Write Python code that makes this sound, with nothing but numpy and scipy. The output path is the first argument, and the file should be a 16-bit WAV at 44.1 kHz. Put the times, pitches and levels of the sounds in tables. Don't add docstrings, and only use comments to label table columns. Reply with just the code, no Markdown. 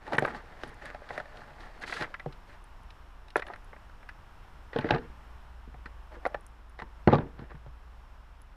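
import sys
import numpy as np
from scipy import signal
from scipy.fft import rfft, irfft, next_fast_len
from scipy.io import wavfile

SR = 44100
rng = np.random.default_rng(int(sys.argv[2]) if len(sys.argv) > 2 else 0)


def digitize_waveform(pressure):
    field = np.atleast_2d(pressure).T
    bounded = np.clip(field, -1, 1)
    quanta = np.round(bounded * 32767).astype(np.int16)
    wavfile.write(sys.argv[1], SR, quanta)


def undo_db(level):
    steps = np.asarray(level, float) / 20
    return 10 ** steps


N = 377491

# (time [s], level [dB], edge over panel [dB], crack below the level [dB])
CARD_KNOCKS = [(.077, -34, -20, 9), (0.122, -23.5, -13, 17), (0.132, -22.5, 0.5, 10),
               (0.182, -12.5, 4.5, 13), (.222, -18, -11, 17), (0.248, -17.5, 2.5, 18.5),
               (.2765, -27, 4, 26), (.336, -43, 3, 18), (.346, -29, 6, 18), (.634, -27.5, 4, 6.5),
               (.825, -40, -12, 16), (.855, -38.5, 17, 4), (.946, -32, -6, 15), (1.019, -39, -19, 27),
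               (1.089, -35.5, 17, 6), (1.105, -27.5, -3, 33), (1.177, -23.5, 2, 11), (1.2, -28, 5, 16),
               (1.255, -42.5, 3, 10), (1.37, -46, 9, -1), (1.417, -41, 0, 17), (1.479, -45.5, 9, 16),
               (1.604, -40, 9, 7), (1.836, -27.5, 21, 14), (1.896, -30, 8, 28), (1.924, -22, 13, 19),
               (1.965, -28.5, 29, 17), (2.009, -27.5, 14, 7.5), (2.021, -22.5, 23, 8), (2.043, -29, 16, 19),
               (2.14, -27, 22, 14.5), (2.196, -34.5, 10, 10), (2.259, -27.5, -15, 23),
               (2.324, -50.5, 11, -5), (2.904, -53, 9, -8), (3.282, -53, 0, -6), (3.303, -61, 5, -17),
               (3.357, -12, 0.5, 28), (3.366, -27, -15, 6), (3.376, -30, 0, 18), (3.394, -30.5, -3, 8),
               (3.421, -25.5, 11, 15.5), (3.466, -40.5, 5, 0.5), (3.482, -38, 5, 12), (3.5, -29, -12, 36),
               (3.535, -33.5, 8, 15), (3.558, -39.5, 10, 15), (3.73, -39, 3, 28), (3.762, -44.5, 1, 28),
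               (3.895, -46, 8, 13), (4.028, -46, 13, 10), (4.089, -33.5, 15, 8.5), (4.731, -32.5, 1.5, 8),
               (4.761, -25.5, -5.5, 7), (4.775, -42, 2, 2), (4.786, -26, -3, -1), (4.809, -41, 4, -7),
               (4.843, -26.5, -2, 14), (4.888, -24.5, 10, 12), (4.897, -26, -21, 15),
               (4.906, -12.5, -4.5, 1), (4.92, -25, -7, 14), (4.937, -25, 3, 20), (4.946, -26.5, 0, 1.5),
               (4.959, -25.5, -7, 12), (4.982, -40.5, 2, 0), (5.742, -43, 1, 21), (5.857, -32.5, 18, 15),
               (6.252, -18.5, -5, 18.5), (6.262, -16.5, -10, 23), (6.344, -22, -5.5, 15.5),
               (6.789, -33.5, -1.5, 13), (6.798, -34, 6, 12.5), (6.819, -28.5, -2.5, 16),
               (7.074, -11.5, -7, 12), (7.082, -14.5, -16, 23), (7.099, -26, -11, 17), (7.113, -30, -8, 15),
               (7.126, -12.5, -23, 22), (7.132, -10, -20, 15), (7.143, -17.5, -9, 16),
               (7.153, -18.5, -24, 13), (7.184, -23, -7.5, 12.5), (7.391, -39.5, -10, 8),
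               (7.505, -44.5, -4, 5), (7.515, -39, -15, 20), (7.551, -47, 6, 9), (7.662, -43.5, -11, 13)]
# (frequency [Hz], relative level [dB], time to fall 60 dB [s])
HOLLOW_MODES = [(143, 0.5, 0.081), (228.4, -0.5, 0.04), (296, -12, 0.11), (363, 1.5, 0.038),
                (451, -3, 0.075)]
PANEL_MODES = [(472, -14, 0.0089), (599, 7.5, 0.03), (746, 9, 0.023), (835.4, 1, 0.075), (974, 5, 0.021),
               (1190, -1, 0.042)]
EDGE_MODES = [(1410, -9.5, 0.035), (1594, 7, 0.011), (1792, 9.5, 0.011), (1950, -11, 0.061),
              (2272, -9.5, 0.0079)]
CRACK_MODES = [(2856, 17.6, 0.0031), (3560, 4, 0.0067), (3840, 16, 0.0037), (5070, 2.5, 0.0048)]
CREASE_MODES = [(6900, 10, 0.0016), (8630, 2.5, 0.0053), (9870, 8, 0.0097), (11700, -14, 0.0044)]


def knocks():
    hollow_below_panel_db, crease_below_crack_db = 27, 18.5
    out = np.zeros(N)
    for s, db, edge_db, crack_db in CARD_KNOCKS:
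        contact_s = 0.0035 * 2 ** (edge_db / 41)
        panel_level = db - max(edge_db, 0)
        edge_level = db + min(edge_db, 0)
        crack_level = db - crack_db
        parts = [(HOLLOW_MODES, panel_level - hollow_below_panel_db),
                 (PANEL_MODES, panel_level),
                 (EDGE_MODES, edge_level),
                 (CRACK_MODES, crack_level),
                 (CREASE_MODES, crack_level - crease_below_crack_db)]
        for modes, level_db in parts:
            add(out, s, undo_db(level_db) * blow(modes, contact_s))
    return out


def blow(modes, contact_s):
    t = np.arange(SR // 5) / SR
    hz, db, t60 = np.array(modes).T[:, :, None]
    shifted = hz * (1 + .035 * rng.standard_normal(hz.shape))
    gain = undo_db(db + 3 * rng.standard_normal(hz.shape) - 60 * t / t60)
    rung = np.sum(gain * np.sin(2 * np.pi * shifted * t), axis=0)
    swell = 1 - np.exp(-t / 0.00086)
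    fade = np.exp(-t / np.clip(contact_s, .0005, .03))
    flurry = rng.standard_normal(len(t)) ** 3 * swell * fade
    flurry[int(.0006 * SR)] += 9 * rng.choice([-1, 1])
    soft = signal.butter(3, [0.66 * hz.min(), 1.127 * hz.max()], "band", fs=SR, output="sos")
    out = signal.sosfilt(soft, signal.fftconvolve(rung, flurry)[:len(t)])
    return out / np.abs(out).max()


def add(out, s, sound):
    i = round(s * SR)
    out[i:i + len(sound)] += sound[:N - i]


# (time [s], level [dB], lightness: tilt toward the upper modes [dB per octave])
BOX_THUDS = [(.131, -26, -2), (.181, -19, 1.5), (.222, -21.5, -4), (.634, -33, 8), (1.836, -41, 2),
             (2.011, -31, 1.5), (2.259, -27, -3.5), (4.759, -18.5, 14), (4.786, -23, -2),
             (4.844, -19.5, 21), (4.853, -25, 19), (4.907, -15, 21), (4.948, -20, 19), (4.96, -26, 28),
             (4.985, -34, 10), (5.04, -50, 3), (5.675, -40, -4.5), (5.742, -45, -12), (5.857, -41, 0),
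             (6.165, -43, 12), (6.344, -37, 17), (6.82, -34.5, 7), (7.073, -5, 0.5), (7.079, -8.5, -4),
             (7.128, -9.5, 0), (7.15, -17.5, -7), (7.186, -25, -6), (7.21, -34, 6), (7.257, -36, -1),
             (7.392, -36, 1), (7.419, -34.5, -2), (7.543, -40, -11), (7.662, -41.5, -7)]


def thuds():
    lowest_hz = HOLLOW_MODES[0][0]
    out = np.zeros(N)
    for s, db, light_db in BOX_THUDS:
        modes = [(hz, level_db + light_db * np.log2(hz / lowest_hz), t60)
                 for hz, level_db, t60 in HOLLOW_MODES]
        add(out, s, undo_db(db) * blow(modes, contact_s=0.0015))
    return out


# (start time [s], length [s], level [dB], hiss below that level [dB])
CARD_STROKES = [(.001, 2.12, -53.5, 18), (0.045, 0.062, -44, 21), (0.108, 0.041, -33.5, 23),
                (0.199, 0.11, -39.5, 23), (0.326, 0.044, -41, 18.5), (0.596, 0.091, -51, 13.5),
                (0.807, 0.098, -47, 19.5), (1.083, 0.12, -45, 17), (1.33, 0.092, -50.5, 18),
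                (1.568, 0.098, -53, 15), (1.806, 0.021, -43.5, 8), (1.857, 0.13, -46, 3),
                (1.987, 0.041, -36.5, 12.5), (2.468, 0.078, -55.5, 12), (3.355, 0.019, -39.5, 11),
                (3.441, 0.085, -49.5, 26), (4.728, 0.094, -42, 15.5), (4.832, 0.073, -42, 15.5),
                (4.901, 0.046, -31.5, 24), (4.954, 0.079, -55, 16), (6.1, 0.058, -50, 23),
                (6.21, 0.13, -54.5, 29), (6.778, 0.024, -49.5, 18), (7.074, 0.039, -34, 28),
                (7.115, 0.041, -37.5, 13), (7.189, 0.019, -38, 28), (7.369, 0.053, -51, 20.5),
                (7.481, 0.036, -59, 20)]
# (frequency [Hz], relative level [dB per Hz])
FIBRE_HISS = [(1500, -28), (2600, -2), (4500, -0.5), (5500, -9), (10000, -18.5), (12500, -29), (15000, -46)]


def slides():
    attack_s, stroke_t60_s, hiss_t60_s = 0.022, 0.16, 0.077
    s, length, db, hiss_db = np.transpose(CARD_STROKES)
    pressure = swells(s, length, db, attack_s, stroke_t60_s)
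    fibres = swells(s, length, db - hiss_db, attack_s, hiss_t60_s)
    edge_db = 0.84 * (16.5 - hiss_db) / 2
    panels = swells(s, length, db - edge_db, attack_s, stroke_t60_s)
    edges = swells(s, length, db + edge_db, attack_s, stroke_t60_s)
    thud_s, thud_db, _ = np.transpose(BOX_THUDS)
    shudder = swells(thud_s, 0 * thud_s, thud_db - 20, attack_s=0.0041, t60=0.37)

    slips = grains(1800, size_db=4.0, clump_db=3.0)
    panel_rub = undo_db(-5.5) * panels * rubbed(PANEL_MODES, slips, 1.0)
    edge_rub = undo_db(-3.5) * edges * rubbed(EDGE_MODES, slips, 1.97)
    fine_slips = grains(9000, size_db=3.0, clump_db=1.8)
    hiss = coloured(slips + fine_slips, FIBRE_HISS)
    hiss = hiss + undo_db(-15.5) * rubbed(CRACK_MODES, slips, 0.99)
    hollow = (shudder + undo_db(-9.5) * pressure) * rubbed(HOLLOW_MODES, slips, 1.6)
    return hollow + panel_rub + edge_rub + fibres * hiss


def swells(starts, lengths, db, attack_s, t60):
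    power = np.zeros(N)
    for s, length, level_db in zip(starts, lengths, db):
        t = np.arange(round((length + t60) * SR)) / SR
        rise = np.minimum(t / attack_s, 1)
        fall_db = 60 * np.maximum(t - length, 0) / t60
        add(power, s, (rise * undo_db(level_db - fall_db)) ** 2)
    return np.sqrt(power)


def grains(per_s, size_db, clump_db):
    sizes = undo_db(size_db * np.minimum(rng.exponential(1, N), 4)) * rng.choice([-1, 1], N)
    slipping = rng.random(N) < per_s / SR
    return sizes * slipping * undo_db(clump_db * drift(70))


def rubbed(modes, slips, damping):
    soft = signal.lfilter([.5, .5], [1], slips)
    out = np.zeros(N)
    for hz, db, t60 in modes:
        own_slips = np.roll(soft, rng.integers(N))
        out += undo_db(db + 3.5 * drift(25)) * ring(own_slips, hz, t60 / damping)
    return rms_one(out)


def ring(clicks, hz, t60):
    r, w = undo_db(-60 / (t60 * SR)), 2 * np.pi * hz / SR
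    return signal.lfilter([0, np.sin(w)], [1, -2 * r * np.cos(w), r * r], clicks + 1e-18)


# (time [s], level [dB])
CREASE_TICKS = [(0.1296, -55), (0.143, -52), (0.169, -50), (0.1825, -42), (0.192, -34), (0.2606, -47),
                (0.285, -53), (0.6774, -51.5), (0.693, -52), (0.7427, -54), (0.855, -47), (1.177, -51),
                (1.8008, -58), (1.8274, -57), (2.641, -50.5), (2.833, -60), (3.3661, -33), (3.3977, -52),
                (3.4775, -54), (3.5603, -53), (3.645, -56), (4.787, -45.5), (6.272, -49), (6.4083, -55),
                (6.465, -43), (6.696, -54), (8.417, -49)]


def ticks():
    out = np.zeros(N)
    for s, db in CREASE_TICKS:
        add(out, s, undo_db(db) * blow(CREASE_MODES, contact_s=0.0013))
    return out


# (start time [s], end time [s])
DOWN_AT_CARTON = [(4.5, 5.2), (7.0, 7.8)]


def dulled(x):
    s = np.arange(N) / SR
    away = sum((s > start) & (s < end) for start, end in DOWN_AT_CARTON)
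    dull = signal.sosfilt(signal.butter(2, 3880, fs=SR, output="sos"), x)
    thin = signal.sosfilt(signal.butter(2, 120, "high", fs=SR, output="sos"), x)
    return np.where(away, dull, thin)


def yard(x):
    t = np.arange(SR // 4) / SR
    scatter = rng.standard_normal(len(t)) * undo_db(-60 * t / .1) * (t > .004)
    scatter = scatter / np.sqrt(np.sum(scatter ** 2))
    scatter = signal.lfilter([.3], [1, -.7], scatter)
    return x + undo_db(-15) * signal.fftconvolve(x, scatter)[:N]


# (frequency [Hz], relative level [dB per Hz])
BACKGROUND_SPECTRUM = [(18, 0.5), (61, -3.5), (85, -8), (120, -14), (257, -21.5), (492, -24), (942, -17),
                       (1480, -21.5), (2260, -30), (2900, -31), (4700, -41.5), (5400, -37.5), (6000, -45),
                       (15500, -52.5)]
# (time [s], level [dB])
BACKGROUND_LEVEL = [(0, -53.5), (4.3, -51), (8.56, -53.5)]
# (time [s], pitch [Hz], level [dB])
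UPPER_ENGINE = [(0, 71.8, -64), (1.76, 67.4, -67), (3.79, 57.6, -58.5), (4.74, 60.26, -58.5),
                (5.41, 59.9, -52), (5.65, 56.77, -50), (7.03, 55.57, -49), (7.25, 56.67, -50.5),
                (8.56, 59.5, -58.5)]
LOWER_ENGINE = [(0, 34.96, -55), (8.56, 34.34, -54.5)]


def background():
    db, = in_time(BACKGROUND_LEVEL)
    noise = coloured(rng.standard_normal(N), BACKGROUND_SPECTRUM)
    steady = undo_db(db + .9 * drift(3)) * noise
    return steady + engine_note(UPPER_ENGINE, 2.6) + engine_note(LOWER_ENGINE, 0.77)


def engine_note(rows, waver_db):
    hz, db = in_time(rows)
    level = np.sqrt(2) * undo_db(db + waver_db * drift(2.63))
    return level * np.sin(2 * np.pi * np.cumsum(hz) / SR)


def in_time(rows):
    s, *columns = np.transpose(rows)
    return [np.interp(np.arange(N) / SR, s, c) for c in columns]


def drift(rate):
    knots = rng.standard_normal(int(N / SR * rate) + 2)
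    return np.interp(np.arange(N) / SR * rate, np.arange(len(knots)), knots)


def coloured(x, spectrum):
    size = next_fast_len(N)
    hz, db = np.transpose(spectrum)
    log_f = np.log(np.arange(size // 2 + 1) * SR / size + 1)
    gain = undo_db(np.interp(log_f, np.log(hz), db))
    return rms_one(irfft(rfft(x, size) * gain, size)[:N])


def rms_one(x):
    return x / np.sqrt(np.mean(x ** 2) + 1e-20)


def scene():
    card = dulled(knocks() + thuds() + slides())
    return (yard(card + ticks()) + background())[None]


def roll_off(x):
    return signal.sosfilt(signal.butter(12, 15630, fs=SR, output="sos"), x)


def record(dry):
    top = signal.cheby2(12, 60, 16000, fs=SR, output="sos")
    mix = signal.sosfilt(top, dry)
    return roll_off(mix)


dry = scene()
out = record(dry)
digitize_waveform(out)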